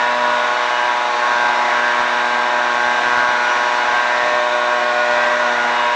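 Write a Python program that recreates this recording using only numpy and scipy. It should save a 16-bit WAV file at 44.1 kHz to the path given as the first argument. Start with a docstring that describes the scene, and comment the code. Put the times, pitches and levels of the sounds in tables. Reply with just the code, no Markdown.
"""A loud buzzing hum with a whine above it and rushing air below: a two-stroke backpack leaf blower on a lawn.
Exhaust pulses, one per shaft turn, make the hum; a twelve-blade fan on the same shaft makes blade tone and whine.
Coloured noise makes the air jet. Tone changes as the carrier turns; garden reflections make single
harmonics swell and fade. The loud sound flattens the upper crests in the microphone."""
import sys
import numpy as np
from scipy import signal
from scipy.io import wavfile
from scipy.ndimage import uniform_filter1d, map_coordinates

SR = 44100
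rng = np.random.default_rng(int(sys.argv[2]) if len(sys.argv) > 2 else 0)


def put_to_file(sound):
    """Save the sound as 16-bit audio at rate SR, in the file named by the first command-line argument."""
    columns = np.atleast_2d(sound).T  # one column per channel
    safe = np.clip(columns, -1, 1)
    whole_steps = np.round(safe * 32767)
    wavfile.write(sys.argv[1], SR, whole_steps.astype(np.int16))


N = 262395
T = np.arange(N) / SR
BLADES = 12


def gain_of(db):
    """Decibels to amplitude factor."""
    return 10 ** (np.asarray(db) / 20)


def evened(x):
    """Scale to rms 1."""
    return x / np.sqrt(np.mean(x ** 2) + 1e-20)


def curve(rows):
    """Two-column table joined by straight lines in time."""
    t_s, values = np.transpose(rows)
    return np.interp(T, t_s, values)


def wander(rate_hz):
    """Smooth random curve of rms 1, rate_hz random steps per second."""
    steps = rng.standard_normal(4096)
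    coarse_s = T[::64]
    smooth = map_coordinates(steps, [coarse_s * rate_hz], order=3, mode="wrap")
    return evened(np.interp(T, coarse_s, smooth))


def seen_from(stance, levels_db):
    """Level at this stance, interpolated between the three sides."""
    return np.interp(stance, np.arange(len(levels_db)), levels_db)


def reflected(share, rate_hz):
    """Complex gain of direct sound plus shifting reflections; share = reflected/direct strength."""
    echoes = (wander(rate_hz) + 1j * wander(rate_hz)) / np.sqrt(2)
    return (1 + share * echoes) / np.sqrt(1 + share ** 2)


def tone(strength, phase):
    """Harmonic with complex strength; |strength| is its rms."""
    return np.sqrt(2) * (strength * np.exp(1j * phase)).real


# jet spectrum: f/Hz, relative level/dB
JET_SPECTRUM = [(20, -35), (90, -36), (190, -23.5), (300, -13.5), (470, -13), (660, -3), (1050, 0),
                (1700, -1.5), (2400, -6.5), (3000, -14), (4600, -19), (6300, -20.5), (8000, -26),
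                (10000, -37.5)]
# tube and fan housing resonances: f/Hz, width/Hz, lift/dB
TUBE_RESONANCES = [(325, 22, 5), (413, 46, -5), (709, 80, 5.5), (1034, 110, 4.5), (1310, 140, 0.5),
                   (3723, 650, 8), (5540, 440, 2.4), (5680, 62, -4), (7560, 250, 0)]
# airflow as the tube swings: t/s, relative level/dB
TUBE_SWING = [(0.1, -2.8), (.42, 0.7), (.85, -2.4), (1.2, -1.3), (1.4, 0.6), (2.55, -1.1), (2.8, -0.8),
              (4.18, 1.1), (4.35, -1.8), (5.02, -3), (5.22, 1.1), (5.45, -.5), (5.94, -1.3)]


def air(level_db=-20.5, patchy_db=0.8, split_hz=1600, hiss_follow=0.31,
        gust_db=0.55, gust_hz=8, flicker_db=0.18, flicker_hz=12):
    """Turbulent noise coloured by the tube; roar swells with swing and small gusts, hiss less."""
    size, hop = 1024, 256
    frames = N // hop + 5
    f_hz = np.fft.rfftfreq(size, 1 / SR)
    frame_s = np.arange(frames) * hop / SR
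    real, imag, patches = rng.standard_normal((3, frames, len(f_hz)))

    jet_hz, jet_db = np.transpose(JET_SPECTRUM)
    colour_db = np.interp(np.log(f_hz + 1), np.log(jet_hz), jet_db)
    for centre_hz, width_hz, lift_db in TUBE_RESONANCES:
        colour_db += lift_db / (1 + (2 * (f_hz - centre_hz) / width_hz) ** 2)

    patches = uniform_filter1d(patches, size=60, axis=0)  # over time
    patches = evened(uniform_filter1d(patches, size=6, axis=1))  # over frequency

    swing_db = curve(TUBE_SWING)
    roar_db = swing_db + gust_db * wander(gust_hz)
    hiss_db = hiss_follow * swing_db + flicker_db * wander(flicker_hz)
    roar_db = np.interp(frame_s, T, roar_db)[:, None]
    hiss_db = np.interp(frame_s, T, hiss_db)[:, None]
    treble = f_hz ** 2 / (f_hz ** 2 + split_hz ** 2)
    swell_db = roar_db * (1 - treble) + hiss_db * treble

    spectrum = (real + 1j * imag) * gain_of(colour_db + swell_db + patchy_db * patches)
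    _, noise = signal.istft(spectrum.T, nperseg=size, noverlap=size - hop)
    return gain_of(level_db) * evened(noise[:N])


def shaft(speed_hz, jitter=0.00042, jitter_hz=45, hunt=0.000801, hunt_hz=6):
    """Shaft angle/rad; speed hunts a little, uneven firing makes it tremble (fractions of speed, rms)."""
    unrest = jitter * wander(jitter_hz) + hunt * wander(hunt_hz)
    return 2 * np.pi * np.cumsum(speed_hz * (1 + unrest)) / SR


def casing(angle, buzz_db=-53, fade_db=3, count=9):
    """Shaken casing: faint fading buzz on shaft harmonics above the exhaust's."""
    out = np.zeros(N)
    for k in 2 * BLADES + 1 + np.arange(count):
        level_db = buzz_db + fade_db * wander(3)
        out += gain_of(level_db) * np.cos(k * angle + 2 * np.pi * rng.random())
    return np.sqrt(2) * out


def burble(angle, level_db=-56, unrest=0.55):
    """Firings tend to alternate strong and weak: faint lines between the low harmonics."""
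    out = np.zeros(N)
    for k in (2.5, 3.5):
        out += (1 + unrest * wander(8.8)) * np.cos(k * angle + wander(3))
    return gain_of(level_db) * out


# carrier's stance, for whine and exhaust: t/s, stance (0 facing the microphone, 1 half turned, 2 side-on)
STANCE = [(0, 0.056), (.4, 0.1), (.62, 0.85), (1.5, 1), (4.02, 1.09), (4.33, 1.82), (5.25, 2), (5.62, 1.13),
          (5.85, .3)]
# fan whine before offset: multiple of blade rate, level/dB facing, level/dB half turned, level/dB side-on
WHINE_SIDES = [(2, -43, -42.5, -48), (3, -52.5, -52.5, -52), (4, -64, -50.5, -54.5)]
# whine as the pack sways: t/s, relative level/dB
PACK_SWAY = [(0, 5), (.25, -4), (.75, 3.5), (1.5, -0.5), (2.1, -1.5), (2.85, 0), (3.3, 1.5), (3.55, 4),
             (4.15, -2), (5, 0.5), (5.5, 3), (5.94, 0.5)]


def fan_whine(angle, offset_db=1.7, echo=0.45, echo_hz=5, flutter=0.32, shake_rad=0.23):
    """Overtones of the blade tone; turbulence shakes them, reflections fade them."""
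    stance, sway_db = curve(STANCE), curve(PACK_SWAY)
    out = np.zeros(N)
    for k, *sides_db in WHINE_SIDES:
        level_db = seen_from(stance, sides_db) + sway_db + offset_db
        strength = gain_of(level_db) * (1 + flutter * wander(35)) * reflected(echo, echo_hz)
        out += tone(strength, k * BLADES * angle + shake_rad * wander(28))
    return out


# lowest fan note: t/s, level/dB
BLADE_LEVEL = [(0, -21.5), (.2, -34.5), (.45, -22), (.65, -34.5), (1.6, -28), (2.6, -34), (3.25, -26),
               (4.15, -26.5), (4.4, -27.5), (4.75, -24.5), (5.6, -24.5), (5.85, -35.5)]


def blade_tone(angle, echo=0.43, echo_hz=7, flutter=0.21):
    """One puff per blade passing the outlet, as a sine at the blade rate."""
    level_db = curve(BLADE_LEVEL)
    strength = gain_of(level_db) * (1 + flutter * wander(35)) * reflected(echo, echo_hz)
    return tone(strength, BLADES * angle)


def pulse_phases(levels_db, size=128):
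    """Minimum phases/rad: harmonics add up to a sharp blow followed by ringing."""
    harmonics = np.arange(1, len(levels_db) + 1)
    half_db = np.interp(np.arange(size // 2 + 1), harmonics, levels_db)
    log_gain = np.log(gain_of(half_db))
    mirrored = np.r_[log_gain, log_gain[-2:0:-1]]
    return -signal.hilbert(mirrored).imag[1:]


# exhaust pulse: multiple of shaft speed, level/dB facing, level/dB half turned, level/dB side-on
EXHAUST_SIDES = [(1, -55.5, -59, -60), (2, -41, -42.0, -42.5), (3, -45, -40, -39), (4, -36.0, -37.5, -36.5),
                 (5, -25.5, -30, -21.5), (6, -39.5, -34.0, -30.5), (7, -31, -26, -41.5),
                 (8, -21.5, -25, -30.5), (9, -27, -27, -26.5), (10, -45, -41, -47.5), (11, -50.5, -36, -41),
                 (12, -25.5, -29, -21.5), (13, -33.5, -25, -24.5), (14, -30.5, -32, -35.5),
                 (15, -37.5, -34.5, -26.5), (16, -40.5, -37.0, -28.5), (17, -43.5, -36.5, -45.5),
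                 (18, -46, -45.5, -46.5), (19, -38.5, -44.5, -40.5), (20, -49.5, -42.5, -36),
                 (21, -43, -44, -36), (22, -42.5, -45.5, -56), (23, -49.5, -52.5, -50)]
# hum, harmonics 1 and 2: t/s, relative level/dB
HUM_LEVEL = [(0, -1), (.3, 3), (.7, -8.5), (1.1, -4.5), (1.65, 1.5), (3.4, 1), (3.8, -4), (4.9, 0.5),
             (5.2, 2), (5.7, 4), (5.94, -4)]
# rasp, harmonics above rasp_from: t/s, relative level/dB
RASP_LEVEL = [(0, 4), (.45, -2.5), (.7, -1.5), (1.4, 0.5), (1.85, 0.8), (2.5, 0), (3.3, 0.9), (3.85, -3),
              (4.15, 3), (4.45, -4.5), (5.2, -1), (5.45, -2.5), (5.94, 1.5)]


def exhaust(angle, echo=0.43, echo_hz=5.5, steadying=0.29, drift_rad=0.63, flutter=0.11,
            spread_rad=0.8, full_at=10.3, ringing=0.65, rasp_from=10):
    """One pulse a turn, coloured by stance; reflections fade and delay the short, weak waves most."""
    stance, hum_db, rasp_db = curve(STANCE), curve(HUM_LEVEL), curve(RASP_LEVEL)
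    all_sides_db = np.array(EXHAUST_SIDES)[:, 1:]
    mean_db = all_sides_db.mean(axis=1)
    smooth_db = uniform_filter1d(mean_db, size=3)
    pulse_db = smooth_db + ringing * (mean_db - smooth_db)  # narrow peaks ring on
    phases = pulse_phases(pulse_db)
    shares = echo * gain_of(steadying * (smooth_db - mean_db))
    out = np.zeros(N)
    for k, (sides_db, share, phase) in enumerate(zip(all_sides_db, shares, phases), 1):
        if k == BLADES:  # covered by the blade tone
            continue
        exposure = min(k / full_at, 1)  # short waves feel motion most
        level_db = seen_from(stance, sides_db) + hum_db * (k <= 2) + rasp_db * (k > rasp_from)
        fading = reflected(share * exposure ** 0.82, echo_hz)
        strength = gain_of(level_db) * (1 + flutter * wander(40)) * fading
        # echoes blunt the pulse
        lag_rad = exposure ** 2 * (spread_rad * rng.standard_normal() + drift_rad * wander(1.975))
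        out += tone(strength, k * angle + phase + lag_rad)
    return out


# engine speed before jitter and hunting: t/s, shaft rate f/Hz
ENGINE_SPEED = [(0.06, 121.3), (0.11, 121.6), (0.5, 121.3), (0.56, 121.8), (1.05, 121.3), (1.17, 120.6),
                (1.74, 121.1), (1.94, 120.6), (2.0, 121.2), (2.64, 121.5), (2.7, 120.9), (3.19, 121.6),
                (3.63, 121.2), (4.81, 121.5), (5.25, 120.5), (5.43, 121.1), (5.76, 120.0), (5.92, 120.8)]


def scene():
    """Engine and fan share one shaft; the air rushes over both."""
    angle = shaft(curve(ENGINE_SPEED))
    background = air() + casing(angle) + burble(angle)
    fan = fan_whine(angle) + blade_tone(angle)
    return (background + fan + exhaust(angle))[None]


def record(dry, ceiling=0.43, knee=0.014, rolloff_hz=6800, edge_hz=10080):
    """Microphone: soft ceiling on upper crests only (full scale 1), treble roll-off, band limit."""
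    clipped = dry - knee * np.logaddexp(0, (dry - ceiling) / knee)
    centred = clipped - clipped.mean()
    dulled = signal.sosfilt(signal.butter(3, rolloff_hz, fs=SR, output="sos"), centred)
    low_pass = signal.firwin(801, edge_hz, window=("kaiser", 9), fs=SR)
    return signal.oaconvolve(dulled, low_pass[None], "same")


dry = scene()
out = record(dry)
put_to_file(out)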